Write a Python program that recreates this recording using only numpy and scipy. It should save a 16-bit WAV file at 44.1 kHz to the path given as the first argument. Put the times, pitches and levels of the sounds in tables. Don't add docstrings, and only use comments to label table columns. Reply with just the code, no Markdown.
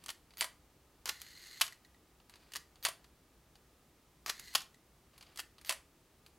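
import sys
import numpy as np
from scipy import signal
from scipy.fft import rfft, irfft, next_fast_len
from scipy.io import wavfile
from scipy.ndimage import map_coordinates

SR = 44100
rng = np.random.default_rng(int(sys.argv[2]) if len(sys.argv) > 2 else 0)


def digitize_waveform(pressure):
    field = np.atleast_2d(pressure).T
    bounded = np.clip(field, -1, 1)
    quanta = np.round(bounded * 32767).astype(np.int16)
    wavfile.write(sys.argv[1], SR, quanta)


N = 281358
CONTACT_TIME = np.arange(SR // 4) / SR

# (first curtain lands [s], second curtain lands [s], timing gear catches [s])
EXPOSURES = [(1.0933, 1.6146, 1.2165), (4.298, 4.5538, 4.396)]
# (time at the stop [s], level [dB], stretch of the latch times [ratio])
STROKES = [(0.0907, -1.5, 1.37), (2.5577, 0, 1.0), (5.3928, -1, 0.88)]
# (landing time [s], level [dB], flight [s], bounce stretch [ratio], pawl level [dB])
RETURNS = [(0.4091, 0, 0.038, 1.0, -48.5), (2.8502, 0, 0.0232, 1.06, -47),
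           (5.694, -0.5, 0.046, 0.89, -55.5)]
# (frequency [Hz], free bandwidth [Hz], level [dB])
SPRING_MODES = [(2950,220,-8), (4250,81,-3), (4700,45,4), (6430,220,-6)]
# (frequency [Hz], level [dB])
OPENING_SPECTRUM = [(120, -64), (200, -29.5), (311, -15.5), (883, -8), (1160, -2), (1740, -4), (3250, -6),
                    (3900, -5.5), (5230, -5.5), (5730, -5.5), (8740, -12.5), (12800, -10.5), (16000, -23.5)]
TICK_SPECTRUM = [(300, -31), (700, 0.5), (1900, -2.5), (3000, -0.5), (4400, -0.5), (6000, -9.5),
                 (11000, -8), (16000, -20.5)]
GEAR_SPECTRUM = [(410, -51), (700, -22), (1480, -12), (2020, 0), (2300, -11), (3110, -10), (4210, -4),
                 (5330, -13), (6650, -10), (9110, -17), (11100, -15.5), (14000, -22), (16000, -31.5)]


def shutter():
    # (time from the action [s], level [dB], knock [dB], treble [dB])
    opening_hits = [(-0.0364, -26.5, 0.5, -1), (-0.0173, -33.5, 2, 0.5), (-0.003, -25, -3, 0.5),
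                    (-0.0002, -20, -2, -3)]
    catch_hits = [(-0.0047, -47, -1, -5.5), (0, -35, -12, 5)]
    closing_hits = [(-0.015, -38, -7, 4), (-0.0036, -15.5, -1.5, 1), (0, -9.5, -7.5, -2),
                    (0.0258, -32, -10, 2), (0.051, -33, -18.5, -3.5), (0.064, -35, -13, -1.5)]
    # (frequency [Hz], free bandwidth [Hz], level [dB])
    mirror_modes = [(1190, 81, -7), (1740, 67, -1), (2540, 200, -4), (4080, 57, 4.5), (4790, 42, 4.5),
                    (4940, 22.4, -12), (5940, 57, -17.5), (6800, 230, -2.5), (7900, 76, -25),
                    (8100, 66, -12)]
    shutter_modes = [(670,33,0.5), (828,20,-18.5), (1074,70,7.5), (1377,73,6.5), (1880,84,-6),
                     (2400,50,-5.5), (3016,26,2), (3210,46,-10.5), (3880,61,-2.5), (4250,150,2.5),
                     (4800,49,5.5), (5600,46,-17.5), (6560,60,1), (6850,58,-2.5)]
    # (frequency [Hz], level [dB])
    closing_spectrum = [(200,-31.5), (480,-36), (650,-11.5), (1200,0), (2200,-7), (3000,1), (4700,-5.5),
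                        (5800,-3.5), (8000,-8), (11000,-6.5), (13500,-11), (16000,-22)]
    opens, closes = [], []
    for open_s, close_s, catch_s in EXPOSURES:
        opens += action(opening_hits, open_s) + action(catch_hits, catch_s)
        closes += action(closing_hits, close_s)
    clack = impacts(opens, OPENING_SPECTRUM, mirror_modes, crack_t60=0.013, shiver_t60=0.066,
                    shiver_db=-8, ring_db=-6, snap_db=-20, loose_db=2)
    slam = impacts(closes, closing_spectrum, shutter_modes, crack_t60=0.03, shiver_t60=0.1,
                   shiver_db=-11, ring_db=-4.5, snap_db=-2, loose_db=1.5)
    return amp(-8.5) * clack + amp(-10.5) * slam


def lever():
    # (time from the stop or landing [s], level [dB], knock [dB], treble [dB])
    latch_hits = [(-0.038, -42.5, -2, 1.5), (-0.0217, -34, -1, 1.5), (-0.0055, -34.5, 3.5, -0.5),
                  (0, -25.5, 0.5, -5.5), (0.0082, -30.5, 1.5, 2.5)]
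    landing_hits = [(0, -16, -3.5, 2), (0.009, -25.5, 6.5, 0), (0.016, -22, -1.5, -2),
                    (0.0338, -28, 5.5, 5)]
    # (frequency [Hz], level [dB])
    latch_spectrum = [(180, -43), (300, -14.5), (494, -21.5), (1170, -4), (1610, -9.5), (1780, -1),
                      (2480, -8), (2930, -1), (3640, -5), (10600, -9), (16000, -18)]
    landing_spectrum = [(120, -55.5), (200, -34), (440, -31), (623, 2), (791, -15.5), (986, 2.5),
                        (1320, -4), (2050, 0), (3430, -3.5), (3830, -5.5), (4680, 0), (5330, -7.5),
                        (10300, -7.5), (16000, -21.5)]
    # (frequency [Hz], free bandwidth [Hz], level [dB])
    lever_modes = [(644,8.1,2), (1054,19,2.5), (1267,63,-8), (2079,35,-9), (2630,88,2), (3120,140,8.5),
                   (3485,69,8.5), (3970,36,-16), (4560,63,3.5), (7580,220,-3), (10380,400,-4.5)]
    thumb_slip, tooth_drop = (-39.5, -6, 5.3), (-41.5, -9.5, 1)  # (level [dB], knock [dB], treble [dB])
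    latches, landings, ratchet = [], [], []
    for stop_s, db, stretch in STROKES:
        latches += action(latch_hits, stop_s, db, stretch)
    for lands, db, flight, stretch, _ in RETURNS:
        landings += action(landing_hits, lands, db, stretch)
        ratchet.append((lands - flight, *thumb_slip))
        ratchet += [(s, *tooth_drop) for s in tooth_times(lands, flight)]
    cocking = impacts(latches, latch_spectrum, SPRING_MODES, crack_t60=0.034, shiver_t60=0.075,
                      shiver_db=-11, ring_db=-9, snap_db=-5.5, loose_db=5)
    home = impacts(landings, landing_spectrum, lever_modes, crack_t60=0.028, shiver_t60=0.11,
                   shiver_db=-7, ring_db=-6, snap_db=-3.5)
    clicks = impacts(ratchet, TICK_SPECTRUM, SPRING_MODES, crack_t60=0.014, shiver_t60=0.052,
                     shiver_db=-12, ring_db=-6, snap_db=-5.5, loose_db=-5)
    return amp(-8.5) * cocking + amp(-9.5) * home + amp(-9) * clicks


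def pawl(spring_hz=13600, ping_t60=0.0082, scrape_db=-4, scatter_db=3.5):
    track, t = np.zeros(N), CONTACT_TIME
    envelope = fade(t, ping_t60) * (1 - np.exp(-t / 0.00046))
    for lands, _, flight, _, ping_db in RETURNS:
        for s in tooth_times(lands, flight):
            white = rng.standard_normal(len(t))
            scrape = filtered(white, lambda hz: 1 / (1 + ((hz - spring_hz) / 700) ** 2))
            ping = np.sin(2 * np.pi * spring_hz * t) + amp(scrape_db) * unit(scrape)
            add(track, s, amp(ping_db + scatter_db * rng.standard_normal()) * unit_attack(ping * envelope))
    return track


def escapement(beat_hz=287, jitter=0.33, scatter_db=-3, beat_t60=0.033, surge_db=0.7):
    # (frequency [Hz], bandwidth [Hz], level [dB])
    plate_modes = [(1990,170,-6.5), (2910,90,-7), (4220,110,3.5), (4664,200,-6), (6100,70,-10),
                   (6600,230,-9), (8100,200,-12.5), (11140,300,-15), (12500,280,-15.5), (13770,200,-16)]
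    beats = np.zeros(N)
    timing, strength = rng.standard_normal((2400, 2)).T
    beat_s = (np.arange(len(timing)) + jitter * timing) / beat_hz
    beats[np.clip(beat_s * SR, 0, N - 1).astype(int)] = amp(scatter_db * strength)
    chatter = signal.fftconvolve(beats, fade(CONTACT_TIME, beat_t60))[:N] * rng.standard_normal(N)
    plates = filtered(chatter, lambda hz: sum(
        amp(db) * 1j * hz * width / (centre ** 2 - hz ** 2 + 1j * hz * width)
        for centre, width, db in plate_modes))
    teeth = shaped(chatter, GEAR_SPECTRUM)
    runs = [(open_s, close_s) for open_s, close_s, _ in EXPOSURES]
    gain = running(runs, swell_db=(-58.5, -53.5)) * amp(surge_db * wobble(25))
    return gain * (amp(-7.5) * unit(plates) + amp(-5) * unit(teeth))


def travel(mirror_s=0.031, mirror_db=-45.5, lever_db=-61):
    track = np.zeros(N)
    mirror_flights = [(open_s, mirror_s, mirror_db) for open_s, _, _ in EXPOSURES]
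    lever_flights = [(lands, flight, lever_db) for lands, _, flight, _, _ in RETURNS]
    for lands, flight, db in mirror_flights + lever_flights:
        size = round(flight * SR)
        rasp = noise(OPENING_SPECTRUM, size) * signal.windows.tukey(size, 0.2)
        add(track, lands - flight, amp(db) * rasp)
    return track


def handling():
    # (time [s], level [dB], treble [dB])
    touches = [(0.3062,-48,-7), (0.337,-48,-3), (2.201,-50.5,-15), (2.296,-45,4.5), (2.3384,-42.5,-6.5),
               (2.357,-46,1), (2.757,-48,-3.5), (3.0429,-47.5,-3), (3.5547,-48.5,1), (5.179,-46.5,8.5),
               (5.2097,-41.5,-1), (5.226,-41.5,-3), (5.266,-49,-14), (5.5823,-45,-5), (5.6133,-47.5,6),
               (6.263,-44,3.5)]
    # (time [s], level [dB], knock [dB], treble [dB])
    settling_hits = [(1.724,-40,3,2.5), (1.848,-49.5,9,-1), (1.945,-54.5,2,-4), (4.7435,-51,-4,1.5)]
    ping_modes = [(1934, 34, -2), (4170, 90, -23)]  # (frequency [Hz], free bandwidth [Hz], level [dB])
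    knock_db = 0.5
    touch_hits = [(s, db, knock_db, treble_db) for s, db, treble_db in touches]
    ticks = impacts(touch_hits, TICK_SPECTRUM, SPRING_MODES, crack_t60=0.044, shiver_t60=0.12,
                    shiver_db=-10, ring_db=-4, snap_db=-12, loose_db=6.5)
    pings = impacts(settling_hits, GEAR_SPECTRUM, ping_modes, crack_t60=0.022, shiver_t60=0.1,
                    shiver_db=-3.5, ring_db=-2.5, snap_db=-13.5)
    return amp(-11) * ticks + amp(-10) * pings


def winding(stroke_s=0.26, grip_db=3):
    # (frequency [Hz], level [dB])
    rub_spectrum = [(800, -2), (1800, -3), (2900, -2), (3600, -6), (4700, -2.5), (5600, -13), (11000, -17),
                    (16000, -26.5)]
    runs = [(stop_s - stroke_s, stop_s) for stop_s, _, _ in STROKES]
    rub = unit(noise(rub_spectrum, N) * amp(grip_db * wobble(100)))
    return running(runs, swell_db=(-72, -69)) * rub


def room(x, build_s=0.0065):
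    # (frequency [Hz], reverberation time [s])
    decay_times = [(300, 0.49), (1000, 0.26), (4000, 0.25), (9000, 0.24), (15000, 0.206)]
    # (frequency [Hz], level [dB])
    reflection = [(400, -17), (1050, -13), (1300, -12), (1600, -9.5), (3000, -14.5), (5000, -14.5),
                  (9000, -13), (15000, -14.5)]
    wet, block = np.zeros(N), SR // 4
    for start in range(0, N, block):
        hz, t, bands = signal.stft(rng.standard_normal(SR // 2), SR, nperseg=256)
        envelope = fade(t, along(decay_times, hz)[:, None]) * (1 - np.exp(-t / build_s))
        _, tail = signal.istft(bands * envelope, SR, nperseg=256)
        add(wet, start / SR, signal.fftconvolve(x[start:start + block], tail / np.linalg.norm(tail)))
    return shaped(wet, reflection)


def background(hum_hz=58.7, hum_db=-76):
    # (frequency [Hz], level [dB])
    air_spectrum = [(12, -44), (20, -14.5), (63, -4), (110, -11.5), (146, -8.5), (182, -12.5), (357, -12),
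                    (590, -19), (825, -19), (1120, -22), (1220, -18.5), (1370, -24), (14300, -33.5),
                    (16000, -33)]
    hum = np.sin(2 * np.pi * hum_hz * np.arange(N) / SR + 0.7 * wobble(10))
    hum *= amp(hum_db + 2.4 * wobble(5.5))
    return amp(-67) * noise(air_spectrum, N) + hum


def impacts(hits, spectrum, modes, crack_t60, shiver_t60, shiver_db, ring_db, snap_db, loose_db=3):
    track, t = np.zeros(N), CONTACT_TIME
    rise = 1 - np.exp(-t / 0.0002)
    for s, db, knock_db, treble_db in hits:
        flicker = np.interp(t, np.arange(250) / 1000, rng.standard_normal(250))
        shiver = amp(shiver_db) * fade(t, shiver_t60) * unit(amp(loose_db * flicker))
        envelope = amp(snap_db) * fade(t, 0.0082) + fade(t, crack_t60) + shiver
        burst = unit_attack(noise(spectrum, len(t)) * envelope * rise)
        body = amp(ring_db) * unit_attack(ring(modes) * rise)
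        tilt = [(100, knock_db - 12), (280, knock_db), (800, knock_db),
                (2000, 0), (5000, 0), (10000, treble_db)]
        add(track, s, amp(db) * shaped(unit_attack(burst + body), tilt))
    return track


def ring(modes, hand_loss_hz=22):
    hz, free_width, db = np.transpose(modes)[:, :, None]
    width = free_width + hand_loss_hz
    strength = amp(db + rng.normal(0, 1, hz.shape)) * width
    phase = 2 * np.pi * hz * CONTACT_TIME + rng.uniform(0, 2 * np.pi, hz.shape)
    return np.sum(strength * np.sin(phase) * np.exp(-np.pi * width * CONTACT_TIME), axis=0)


def action(pattern, s, gain_db=0, stretch=1):
    return [(s + stretch * lag, db + gain_db, knock, treble) for lag, db, knock, treble in pattern]


def tooth_times(lands, flight, teeth_per_flight=7.9, power=0.62):
    return [lands - flight + flight * (k / teeth_per_flight) ** power for k in range(1, 7)]


def running(runs, swell_db):
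    t = np.arange(N) / SR
    return sum(amp(np.interp(t, [start, end], swell_db)) * (t > start) * (t < end) for start, end in runs)


def amp(db):
    return 10 ** (np.asarray(db) / 20)


def unit(x):
    return x / np.sqrt(np.mean(x ** 2) + 1e-20)


def unit_attack(x):
    return x / np.sqrt(np.mean(x[:128] ** 2) + 1e-20)


def fade(t, t60):
    return amp(-60 * t / t60)


def along(points, hz):
    knots, values = np.transpose(points)
    return np.interp(np.log(hz + 1), np.log(knots), values)


def filtered(x, response):
    size = next_fast_len(x.shape[-1] + SR // 4)
    return irfft(rfft(x, size) * response(np.fft.rfftfreq(size, 1 / SR)), size)[..., :x.shape[-1]]


def shaped(x, spectrum):
    return filtered(x, lambda hz: amp(along(spectrum, hz)))


def noise(spectrum, size):
    return unit(shaped(rng.standard_normal(size), spectrum))


def wobble(rate):
    return map_coordinates(rng.standard_normal(int(N * rate / SR) + 4), [np.arange(N) * rate / SR])


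def add(track, s, sound):
    part = track[max(round(s * SR), 0):][:len(sound)]
    part += sound[:len(part)]


def scene():
    camera = shutter() + lever() + pawl() + travel() + winding() + handling() + escapement()
    mono = camera + room(camera) + background()
    side = amp(-78.5) * noise([(30, -6), (130, -5.5), (300, -1.5), (1000, -6.5), (16000, -5.5)], N)
    return np.array([mono + side, mono - side])


def record(dry, top_hz=15900):
    return filtered(dry, lambda hz: hz < top_hz)


dry = scene()
out = record(dry)
digitize_waveform(out)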